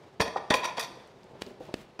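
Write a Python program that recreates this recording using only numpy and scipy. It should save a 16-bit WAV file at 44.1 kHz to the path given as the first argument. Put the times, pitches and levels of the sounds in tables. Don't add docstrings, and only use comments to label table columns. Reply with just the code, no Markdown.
import sys
import numpy as np
from scipy import signal
from scipy.fft import rfft, irfft
from scipy.io import wavfile
from scipy.ndimage import uniform_filter1d

SR = 44100
rng = np.random.default_rng(int(sys.argv[2]) if len(sys.argv) > 2 else 0)


def waveform_to_disk(signal):
    frames = np.transpose(np.atleast_2d(signal))
    scaled = np.clip(frames, -1, 1) * 32767
    samples = np.round(scaled).astype(np.int16)
    wavfile.write(sys.argv[1], SR, samples)


def boost(x):
    u = np.asarray(x, float) / 20
    return 10 ** u


N = 88200

# frequency in Hz, relative density in dB per Hz.
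HUSH_SPECTRUM = [(15, -52), (25, -3), (70, -8.5), (141, 2), (301, -5), (384, 3.5), (416, 1), (887, -5.5),
                 (1330, -13.5), (4140, -22), (16000, -48)]
HUSH_DB = -56.5
# time in seconds, gain on the hush in dB.
STIRRING = [(0, 5), (.1, 1.5), (.2, 0), (1.0, 5.5), (1.152, 2), (1.3, 3.5), (1.45, 6), (1.58, 1.5),
            (1.7, 7.5), (1.85, 1), (2, 0.5)]

# start in seconds, contact length in seconds, level in dB,
# tilt in dB per octave, weight of the bass in dB.
WALL_SCRAPES = [(0.197, 0.0067, -24, -1, 18), (0.206, 0.019, -25.5, 3, 5.5), (0.249, 0.037, -36.5, 0, 12),
                (0.365, 0.015, -36, -3.5, -1), (0.501, 0.0096, -22, 0, 7.5), (0.513, .026, -25.5, -4, -12),
                (.538, 0.00533, -20.5, 1.5, 2), (0.543, 0.025, -38.5, 7.5, -4), (0.587, 0.016, -47, -7, 9),
                (0.63, 0.013, -32, -2, -2), (.641, 0.013, -30, 1.5, -2.5), (0.654, 0.0076, -35, 4.5, -3),
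                (.67, 0.042, -39.5, -4.5, -13), (0.768, 0.0063, -34.5, 1.5, 2),
                (.778, 0.0035, -30.5, -2.5, -1.5), (.793, 0.017, -32, 5.5, -6), (0.822, 0.026, -38, 3, -8),
                (1.990, 0.0104, -34.5, -1.5, 14)]
# frequency in Hz, width under the spoon in Hz, level in dB,
# share that rings freely in dB.
POT_MODES = [(324, 104, -11, -41), (434, 40, -3.5, -12), (517.5, 44, -4, -14.5), (592.6, 51, 3.5, -22.5),
             (687, 71, -0.5, -17.5), (844, 50, 1, -17), (931, 73, -0.5, -13.5), (1028, 67.6, 1, -7.5),
             (1186, 93.5, -6.5, -8), (1467, 159, -9, -16), (1702, 92, -8, -12), (1860, 106, -5, -7),
             (2160, 175, -9, -32), (2267, 120, -11.5, -7), (2500, 186, -7, -10), (3297, 140, -15.5, -2),
             (3513, 77, -12.5, -1), (3830, 193, -10.5, -15.5), (4428, 128, -13.5, -5.5),
             (4840, 400, -13, -22), (5500, 48, -18, -3), (5780, 226, -16.5, -9), (6170, 197, -23.5, -3.5),
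             (6620, 250, -24.5, -17.5), (7320, 290, -28, -11), (7980, 240, -27.5, -9),
             (8765, 100, -27.5, -9), (9090, 140, -28, -10.5), (10500, 160, -30.5, -12),
             (10844, 120, -28.5, -12), (11400, 94, -27.5, -5), (11400, 130, -32, -6),
             (12200, 250, -40, -12), (12800, 130, -38, -3), (14600, 210, -40, -10), (15500, 140, -42, -10)]
RING_T60_S, RING_FALL = 0.33, 0.36
BODY_DB, BODY_HZ = -13, 1770
BASS_HZ = 706
SPOT_DB = 2
ATTACK_S, RELEASE_S = 0.00092, 0.0027
FADE_DB = 4
DRAG_DB, DRAG_S = -15.5, 0.022
CHATTER_DB = 2.5
SPLIT, TWIN_DB = 0.392, 4

# start in seconds,
# level before decay in dB, push time scale in seconds, crack peak in dB, crack frequency in Hz.
BOTTOM_THUMPS = [(.2045, -13.5, 0.00183, -14.5, 1960), (0.5062, -9, 0.001, -14.5, 1850),
                 (1.4199, -19, 0.00063, -25, 2960), (1.741, -13.5, 0.00078, -24, 2500)]
# start in seconds, peak in dB, pitch scale as a ratio.
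DULL_TAPS = [(.3595, -15, 0.93), (0.37, -48, 1.14), (0.971, -41, 0.58), (1.351, -40, 0.66),
             (1.467, -35.5, .45), (1.508, -40.5, 0.46), (1.605, -32, .6), (1.689, -35.5, 0.72)]
# frequency in Hz, level in dB, T60 in seconds.
SPOON_MODES = [(547, -4, 0.034), (840, 3.5, 0.025), (1072, -11.5, 0.068), (1280, -5, 0.034)]
# start in seconds, peak in dB, frequency in Hz.
WET_TICKS = [(1.075, -51, 7000), (1.233, -44, 3900), (1.242, -50, 8000), (1.415, -41, 4000),
             (1.465, -38.5, 4200), (1.68, -65, 3160)]
# start in seconds, length in seconds, level in dB.
SQUELCHES = [(1.407, 0.034, -52.5), (1.465, 0.027, -55), (1.6, 0.062, -57), (1.75, 0.069, -53.5)]
# frequency in Hz, relative density in dB per Hz.
WET_SPECTRUM = [(200, 6.5), (450, -19), (1200, -7), (3000, -7.5), (6000, -16), (11000, -25), (16000, -27)]

ROOM_T60_S, ROOM_DB, ROOM_TOP_HZ = 0.64, -12.5, 5360
MIC_LOW_HZ, MIC_TOP_HZ = 55, 15650


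def colour(x, points):
    hz, db = np.array(points).T
    f = np.fft.rfftfreq(len(x), 1 / SR)
    gain = boost(np.interp(np.log(f + 1), np.log(hz), db))
    y = irfft(rfft(x) * gain, len(x))
    return y / np.std(y)


def walk(rate, size):
    k = int(SR / rate)
    held = np.repeat(rng.standard_normal(size // k + 1), k)
    return 1.2 * uniform_filter1d(held, k)[:size]


def hush():
    noise = colour(rng.standard_normal(N), HUSH_SPECTRUM)
    low = signal.sosfilt(signal.butter(2, 1200, fs=SR, output="sos"), noise)
    high = noise - low
    flutter = low * boost(1.5 * walk(39.4, N)) + high * boost(0.95 * walk(60.47, N))
    seconds, stir_db = np.array(STIRRING).T
    return flutter * boost(HUSH_DB + np.interp(np.arange(N) / SR, seconds, stir_db))


def add(out, s, x):
    i = int(s * SR)
    out[i:i + len(x)] += x[:len(out) - i]


def gate(t, length, attack, release):
    return np.clip(t / attack, 0, 1) * np.exp(-np.clip(t - length, 0, None) / release)


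def resonance(f, hz, width):
    band = 1j * f * width
    return band / (hz ** 2 - f ** 2 + band) / (1 + 1j * f / (2 * hz)) ** 2


def pot():
    out, size = np.zeros(N), 2 ** 15
    t, f = np.arange(size) / SR, np.fft.rfftfreq(size, 1 / SR) + 1
    hz, width, db, ring_db = (column[:, None] for column in np.array(POT_MODES).T)
    ring_t60 = RING_T60_S * (hz / 1000) ** -RING_FALL
    thin = np.log(1000) / np.pi / ring_t60
    family = 0
    for k in (-1.306, -0.563, -0.0052, 0.437, 1.095):
        family = family + resonance(f, hz + k * SPLIT * width, thin) * boost(-TWIN_DB * abs(k))
    ringing = boost(ring_db) * family * np.sqrt(width / thin)
    modes = boost(db) * (resonance(f, hz, width) + ringing)
    flips = (-1) ** np.arange(len(POT_MODES))
    between = boost(BODY_DB) * 1j * f / (180 + 1j * f) / (1 + 1j * f / BODY_HZ) ** 3.6
    for s, length, level_db, tilt_db, bass_db in WALL_SCRAPES:
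        chatter = rng.standard_normal(size) * boost(CHATTER_DB * walk(498, size))
        press = gate(t, length, ATTACK_S, RELEASE_S) * boost(-FADE_DB * np.minimum(t / length, 1))
        drag = boost(DRAG_DB) * gate(t, length, ATTACK_S, DRAG_S)
        force = chatter * (press + drag)
        spot = boost(SPOT_DB * rng.standard_normal(len(POT_MODES)))
        body = (flips * spot) @ modes + between
        touch_db = tilt_db * np.log2((f + 500) / 2000) + bass_db / (1 + (f / BASS_HZ) ** 4)
        y = irfft(rfft(force) * body * boost(touch_db), size)
        contact_rms = np.std(y[:int((length + RELEASE_S) * SR)])
        add(out, s, y[:size // 2] * boost(level_db) / contact_rms)
    return out


def crack(hz, t60, peak_db):
    t = np.arange(2048) / SR
    burst = rng.standard_normal(len(t)) * t * 1000 ** (-t / t60)
    y = signal.lfilter(*signal.iirpeak(min(hz, 15000), 1.6, SR), burst)
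    y = signal.lfilter(*signal.butter(1, min(2 * hz, 15000), fs=SR), y)
    return y * boost(peak_db) / abs(y).max()


def thumps():
    out, t = np.zeros(N), np.arange(4096) / SR
    for s, db, push, crack_db, hz in BOTTOM_THUMPS:
        swing = np.pi * 3.0 * np.log1p(t / push / 3.64)
        decay = np.exp(-(t / (1.6 * push)) ** 0.9)
        add(out, s, -boost(db) * np.sin(swing) * decay)
        add(out, s - .001, crack(hz, 0.0092, crack_db))
    return out


def taps():
    out, t = np.zeros(N), np.arange(8192) / SR
    for s, db, scale in DULL_TAPS:
        phases = rng.uniform(0, 0.86, len(SPOON_MODES))
        y = np.zeros(len(t))
        for (hz, mode_db, t60), phase in zip(SPOON_MODES, phases):
            tone = np.sin(2 * np.pi * hz * scale * t + phase)
            y += boost(mode_db) * tone * 1000 ** (-t * scale / t60)
        y = y * np.clip(t / 0.0022, 0, 1)
        add(out, s, y * boost(db) / abs(y).max())
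    return out


def paste():
    out, t = np.zeros(N), np.arange(16384) / SR
    for s, db, hz in WET_TICKS:
        add(out, s, crack(hz, 0.0016, db))
    for s, length, db in SQUELCHES:
        grain = rng.standard_normal(len(t)) * boost(1.7 * walk(400, len(t)))
        add(out, s, boost(db) * colour(grain, WET_SPECTRUM) * gate(t, length, 0.0013, 0.024))
    return out


def kitchen(sent):
    t = np.arange(SR) / SR
    soft = signal.lfilter(*signal.butter(1, ROOM_TOP_HZ, fs=SR), rng.standard_normal(SR))
    tail = soft * 1000 ** (-t / ROOM_T60_S) * np.clip(t / 0.002, 0, 1)
    return boost(ROOM_DB) * signal.fftconvolve(sent, tail / np.sqrt(np.sum(tail ** 2)))[:N]


def scene():
    near = pot() + taps() + paste()
    close = thumps()
    room = kitchen(near + boost(-9.5) * close)
    return (near + close + room + hush())[None]


def top_cut(x):
    return signal.sosfilt(signal.butter(12, 16450, fs=SR, output="sos"), x)


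def record(dry):
    x = signal.sosfilt(signal.butter(2, MIC_LOW_HZ, "high", fs=SR, output="sos"), dry)
    x = signal.sosfilt(signal.ellip(8, .3, 60, MIC_TOP_HZ, fs=SR, output="sos"), x)
    return top_cut(x)


dry = scene()
out = record(dry)
waveform_to_disk(out)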